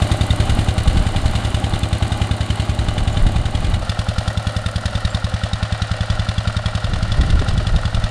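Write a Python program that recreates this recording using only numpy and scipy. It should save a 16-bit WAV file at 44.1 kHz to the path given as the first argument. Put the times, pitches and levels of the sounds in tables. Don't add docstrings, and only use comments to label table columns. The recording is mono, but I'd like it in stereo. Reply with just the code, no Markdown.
import sys
import numpy as np
from scipy import signal
from scipy.fft import rfft, irfft
from scipy.io import wavfile
from scipy.ndimage import uniform_filter1d

SR = 44100
rng = np.random.default_rng(int(sys.argv[2]) if len(sys.argv) > 2 else 0)


def generate_wav(signal):
    frames = np.transpose(np.atleast_2d(signal))
    scaled = np.clip(frames, -1, 1) * 32767
    pcm = np.round(scaled).astype(np.int16)
    wavfile.write(sys.argv[1], SR, pcm)


N = 357210
TIME = np.arange(N) / SR


def undb(db):
    return 10 ** (np.asarray(db) / 20)


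def curve(table):
    return np.interp(TIME, *np.transpose(table))


def butter(x, hz, kind, order=2):
    sos = signal.butter(order, np.clip(hz, 5, .45 * SR), kind, fs=SR, output="sos")
    return signal.sosfilt(sos, x + 1e-18)


def shelf(x, hz, low_db, high_db):
    low = signal.sosfiltfilt(signal.butter(2, hz, fs=SR, output="sos"), x)
    return low * undb(low_db) + (x - low) * undb(high_db)


def walk(rate_hz):
    step = int(SR / rate_hz)
    return 1.46 * uniform_filter1d(np.repeat(rng.standard_normal(N // step + 1), step), step)[:N]


def strike(times, sizes, response):
    train = np.zeros(N)
    heard = (times >= 0) & (times < TIME[-1])
    np.add.at(train, (times[heard] * SR).astype(int), sizes[heard])
    return signal.oaconvolve(train, response)[:N]


def scatter(times, spread_db):
    return undb(spread_db * rng.standard_normal(len(times)))


def turbulence(spread_hz=4200, own_db=3.0):
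    own = butter(rng.standard_normal((2, N)), spread_hz, "high", order=1)
    return rng.standard_normal(N) + undb(own_db) * own


# (time [s], hold [s], relative level [dB])
FIELD_GUSTS = [(0.36, .04, -18.5), (0.538, .07, -14.5), (0.88, 0.15, -11), (1.202, 0.031, -13),
               (1.45, 0.31, -20.5), (2.76, 0.028, -15.5), (2.963, 0.083, -13.5), (3.233, 0.16, -11.5),
               (3.606, 0.17, -14.5), (5.045, .03, -23.5), (6.919, 0.085, -13.5), (7.2, .32, -9),
               (7.598, 0.4, -17)]

def wind_strength(attack_s=.052, release_s=.13, breeze_db=-29, wander_db=2.0):
    power = undb(breeze_db + wander_db * walk(4)) ** 2
    for start_s, hold_s, db in FIELD_GUSTS:
        before = np.maximum(start_s - TIME, 0) / attack_s
        after = np.maximum(TIME - start_s - hold_s, 0) / release_s
        power += undb(db) ** 2 * np.exp(-2 * np.minimum(before + after, 20))
    return 10 * np.log10(power)


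# (frequency [Hz], relative level [dB])
RUMBLE_SPECTRUM = [(6, -27), (20, 6), (65, -1), (105, -8), (165, -13), (230, -23.5), (330, -29),
                   (480, -36.5), (1000, -43), (16000, -115)]

def wind(gain_db=2.0, left_db=-14, eddy_db=3.1, bluster=.6, usual_db=-16):
    hz, db = np.transpose(RUMBLE_SPECTRUM)
    gust_db = wind_strength()
    colour = undb(np.interp(np.log(np.fft.rfftfreq(N, 1 / SR) + 1), np.log(hz), db))
    ports = np.array([irfft(rfft(rng.standard_normal(N)) * colour, N) * undb(eddy_db * walk(30))
                      for _ in range(2)])
    ports = shelf(ports / ports.std(), 130, 0, bluster * (gust_db - usual_db))
    return ports * undb(gust_db + gain_db + np.array([[left_db], [0]]))


# (time [s], level [dB])
EDDY_SLAPS = [(3.27, -27), (3.62, -24), (7.194, -12.5), (7.23, -23), (7.41, -15), (7.598, -20.5)]

def buffets(swell_s=.0063, band_hz=(110, 330)):
    times, db = np.transpose(EDDY_SLAPS)
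    age = TIME[:SR // 6] / swell_s
    flap = butter(rng.standard_normal(N), band_hz, "band")
    bursts = strike(times, undb(db), age * np.exp(1 - age))
    return np.array([np.zeros(N), flap / flap.std() * bursts])


# (time [s], pitch [Hz], level [dB])
TINE_HITS = [(3.125, 7200, -34), (5.103, 7550, -33)]

def clinks(t60_s=.071, beat_hz=170):
    age = TIME[:SR // 8]
    envelope = 1000 ** (-age / t60_s) * (1 - np.exp(-age * 1000))
    out = 0
    for hit_s, hz, db in TINE_HITS:
        modes = np.sin(2 * np.pi * hz * age) + .5 * np.sin(2 * np.pi * (hz - beat_hz) * age)
        out = out + strike(np.array([hit_s]), undb([db]), envelope * modes)
    return out


# (time [s], firing rate [Hz])
REAR_SPEED = [(0.0, 10.454), (0.46, 10.562), (1.48, 10.417), (2.65, 10.465), (3.82, 10.58)]
SIDE_SPEED = [(3.82, 10.382), (4.5, 10.495), (4.71, 10.256), (5.76, 10.462), (5.97, 10.672), (7.24, 10.95),
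              (8.1, 10.752)]

def firings(rate_hz, start_s):
    cycles = np.cumsum(rate_hz) / SR
    cycles -= np.interp(start_s, TIME, cycles)
    return np.interp(np.arange(np.ceil(cycles[0]), cycles[-1]), cycles, TIME)


def chatter(fired, rattle_db, tines_db, contacts=60, slip_s=.0002466):
    cycle = np.arange(len(fired))
    times = np.interp(cycle[:, None] + rng.random(contacts), cycle, fired, right=-1)
    times += slip_s * np.cumsum(rng.standard_normal(times.shape), axis=0)
    sizes = rng.choice([-1, 1], contacts) * undb(3.3 * rng.standard_normal(times.shape))
    teeth = butter(strike(times.ravel(), sizes.ravel(), np.ones(1)), 1380, "low")
    tines = turbulence() * undb(1.02 * walk(220) + .45 * walk(14))
    return undb(rattle_db) * teeth + undb(tines_db) * tines


# (time after blowdown [ms], centre [Hz], width [Hz], relative level [dB])
REAR_IMPACTS = [(-15, 1220, 260, 30), (-9, 830, 150, 34.5), (4.5, 640, 300, 26.5), (32.5, 630, 360, 31),
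                (59, 600, 120, 24.5)]
SIDE_IMPACTS = [(-18, 1380, 107, 35.8), (-14.5, 785, 130, 34.5), (2.5, 1510, 860, 29.2),
                (28, 1170, 260, 30.3), (32, 647, 220, 32.8), (60.5, 770, 180, 17)]

def knocks(fired, impacts, spread_db=2.3, play_s=.00008):
    out = 0
    for delay_ms, hz, width_hz, db in impacts:
        contact = butter(signal.unit_impulse(1024), [hz - width_hz / 2, hz + width_hz / 2], "band", 1)
        times = fired + delay_ms / 1000 + play_s * rng.standard_normal(len(fired))
        out = out + undb(db) * strike(times, scatter(fired, spread_db), contact)
    return out


# (time [s], pitch [Hz], relative level [dB])
HARD_FIRINGS = [(0.112, 3610, -26), (0.208, 3660, -20), (0.303, 3680, -17.5), (1.638, 3170, -27),
                (1.734, 3560, -22), (1.83, 3540, -25), (2.499, 3080, -24.5), (2.786, 3940, -24.5),
                (3.892, 3540, -23), (5.047, 3790, -23), (5.145, 3660, -23), (5.53, 3750, -24),
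                (5.818, 3930, -24.5), (6.099, 3420, -23), (6.657, 3400, -24), (7.116, 3470, -23)]

def whistle(fired, upper_db, usual_hz=3550, usual_db=-29, gain_db=4, delay_s=.002, swell_s=.0021,
            sag=.014, rough=.013, upper_ratio=1.42):
    out = np.zeros(N + SR)
    age = TIME[:SR // 25] / swell_s
    heat = np.exp(-age / 2)
    for fired_s in fired:
        hz = usual_hz * (1 + .032 * rng.standard_normal())
        db = usual_db + 2 * rng.standard_normal()
        for hard_s, hard_hz, hard_db in HARD_FIRINGS:
            if abs(hard_s - fired_s) < .02:
                hz, db = hard_hz, hard_db
        flutter = 5 * uniform_filter1d(rng.standard_normal(len(age)), size=25)
        phase = 2 * np.pi * np.cumsum(hz * (1 + sag * (heat - .5) + rough * flutter)) / SR
        tone = np.sin(phase) + undb(upper_db) * heat * np.sin(upper_ratio * phase)
        start = int((fired_s + delay_s) * SR)
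        out[start:start + len(age)] += undb(db + gain_db) * age * np.exp(1 - age) * tone
    return out[:N]


# (time after blowdown [ms], swell [ms], low cut [Hz], relative level [dB])
REAR_PUFFS = [(1.48, 4.73, 1590, 9), (23.8, 2.7, 1800, 3), (56.4, 1.9, 11500, 16.5)]
SIDE_PUFFS = [(2.13, 3.4, 2870, 11.75), (23.9, 4.1, 700, 2.4), (52.9, 2.7, 9300, 11)]

def gas(fired, puffs, jet_db, spread_db=1.5, hard_db=1.0):
    hard = np.abs(fired[:, None] - np.array(HARD_FIRINGS)[:, 0]).min(axis=1) < .02
    out = 0
    for row, (delay_ms, swell_ms, low_hz, db) in enumerate(puffs):
        is_exhaust = row == 0
        age = TIME[:SR // 16] * 1000 / swell_ms
        sizes = scatter(fired, spread_db) * undb(hard_db * hard * is_exhaust)
        flow = strike(fired + delay_ms / 1000, sizes, age * np.exp(1 - age))
        out = out + undb(db + jet_db * is_exhaust) * flow * butter(turbulence(), low_hz, "high")
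    return out


# (centre [Hz], width [Hz], relative level [dB])
REAR_MODES = [(201, 130, -11.5), (336, 69, -15.5), (509, 20, -17), (611, 62, -13), (770, 154, -16),
              (1134, 194, -21), (1470, 370, -21), (1997, 250, -24.5), (2406, 240, -27), (2930, 330, -23.5),
              (3760, 1000, -27.5), (4190, 870, -34), (7100, 2420, -37.5), (8960, 750, -37.5)]
SIDE_MODES = [(201, 97, -18.5), (353, 91, -30.5), (520, 52, -18), (614, 67, -15.5), (754, 175, -19),
              (1070, 130, -23.5), (1384, 257, -18.5), (1850, 220, -21), (2328, 110, -28),
              (2864, 510, -27.5), (3630, 1070, -31.5), (4100, 1530, -32.5), (7160, 2300, -44),
              (9030, 1020, -42.5)]

def engine_body(drive, modes, size=8192):
    f = np.arange(size // 2 + 1) * SR / size + 1
    power = sum(undb(2 * db) / (1 + ((f / hz - hz / f) * hz / width) ** 2 / 2) ** 2
                for hz, width, db in modes)
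    cepstrum = irfft(np.log(power + 1e-14) / 2)
    cepstrum[1:size // 2] *= 2
    cepstrum[size // 2 + 1:] = 0
    response = irfft(np.exp(rfft(cepstrum)))[:size // 2]
    return signal.oaconvolve(drive, response)[:N]


# (time after blowdown [ms], pitch [Hz], t60 [ms], signed pressure [relative])
REAR_PIPE_MODES = [(0.099, 138.7, 69, 0.41), (1.19, 107, 85, 0.45), (5.57, 75, 96, -0.33),
                   (25.2, 105.5, 210, -0.13)]
SIDE_PIPE_MODES = [(0.204, 151, 64, 0.36), (1.35, 105.8, 69, 0.43), (3.58, 71, 52, -0.44),
                   (24.1, 106.5, 300, -0.084)]

def thump(fired, pipes, opening_ms=1.98, spread_db=.5):
    response = 0
    for delay_ms, hz, t60_ms, pressure in pipes:
        age_ms = np.maximum(TIME[:SR // 4] * 1000 - delay_ms, 0)
        ring = np.sin(2 * np.pi * hz * age_ms / 1000) * 1000 ** (-age_ms / t60_ms)
        opening = 1 - np.exp(-(age_ms / opening_ms) ** 2)
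        response = response + pressure * ring * opening
    return strike(fired, scatter(fired, spread_db), response)


# (frequency [Hz], level [dB])
LEFT_OVER_RIGHT = [(100, 4), (250, 0.5), (600, 0.3), (1290, -2), (2400, -3.5), (4400, -0.6), (8100, 2),
                   (15000, 5.5)]

def two_ports(x, lead_s, twist_rad=.92, twist_hz=1520, twist_width_hz=330):
    f = np.fft.rfftfreq(N, 1 / SR)
    hz, db = np.transpose(LEFT_OVER_RIGHT)
    tilt = undb(np.interp(np.log(f + 1), np.log(hz), db) / 2)
    lag = 2 * np.pi * f * lead_s + twist_rad * np.exp(-((f - twist_hz) / twist_width_hz) ** 2)
    return irfft(rfft(x) * np.array([tilt * np.exp(-1j * lag), 1 / tilt]), N)


def tiller(speed, pipes, impacts, puffs, modes, start_s, away_m_s, facing_db, level_db, jet_db,
           rattle_db, tines_db, upper_db, sheen_db, lead_s, boom_db, left_boom_db, left_cut_hz):
    usual_rate_hz, effort_db_per_hz = 10.5, .5
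    start_distance_m, dulling_db_per_m = 7.6, 1.4
    rate_hz = curve(speed)
    fired = firings(rate_hz, start_s)
    gone_m = away_m_s * TIME
    effort_db = effort_db_per_hz * (rate_hz - usual_rate_hz)
    gain = undb(level_db + effort_db) / (1 + gone_m / start_distance_m)
    blows = knocks(fired, impacts) + chatter(fired, rattle_db, tines_db)
    blows = shelf(blows, 850, .7 * facing_db, -.36 * facing_db)
    drive = blows + gas(fired, puffs, jet_db)
    clatter = gain * np.array([engine_body(port, modes) for port in drive]) + whistle(fired, upper_db)
    top_db = sheen_db + 2.3 * facing_db - dulling_db_per_m * gone_m
    clatter = shelf(butter(clatter, 10800, "low", order=4), 9700, 0, top_db)
    boom = gain * thump(fired, pipes) * undb(boom_db)
    left_boom = undb(left_boom_db) * butter(boom, left_cut_hz, "high", order=1)
    return np.array([left_boom, boom]) + two_ports(clatter, lead_s)


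# (time [s], tone tilt [dB])
SIDE_FACING = [(3.82, 2.5), (4.6, 3.5), (5.6, -0.6), (6.3, -0.4), (7.6, 0)]

def scene(change_s=3.82):
    rear = tiller(REAR_SPEED, REAR_PIPE_MODES, REAR_IMPACTS, REAR_PUFFS, REAR_MODES,
                  start_s=.0169, away_m_s=1.095, facing_db=0, level_db=2.08,
                  jet_db=-.64, rattle_db=13.5, tines_db=-1.27, upper_db=-29, sheen_db=6.5,
                  lead_s=.000055, boom_db=2.2, left_boom_db=-1.5, left_cut_hz=37)
    side = tiller(SIDE_SPEED, SIDE_PIPE_MODES, SIDE_IMPACTS, SIDE_PUFFS, SIDE_MODES,
                  start_s=3.8918, away_m_s=0, facing_db=curve(SIDE_FACING), level_db=-.38,
                  jet_db=0, rattle_db=11.4, tines_db=-1.2, upper_db=-5, sheen_db=-4.5,
                  lead_s=.000002, boom_db=1.7, left_boom_db=-2, left_cut_hz=31)
    return np.where(TIME < change_s, rear, side) + clinks() + wind() + buffets()


def record(dry, top_hz=15800):
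    return signal.sosfilt(signal.ellip(8, .2, 70, top_hz, fs=SR, output="sos"), np.clip(dry, -1, 1))


dry = scene()
out = record(dry)
generate_wav(out)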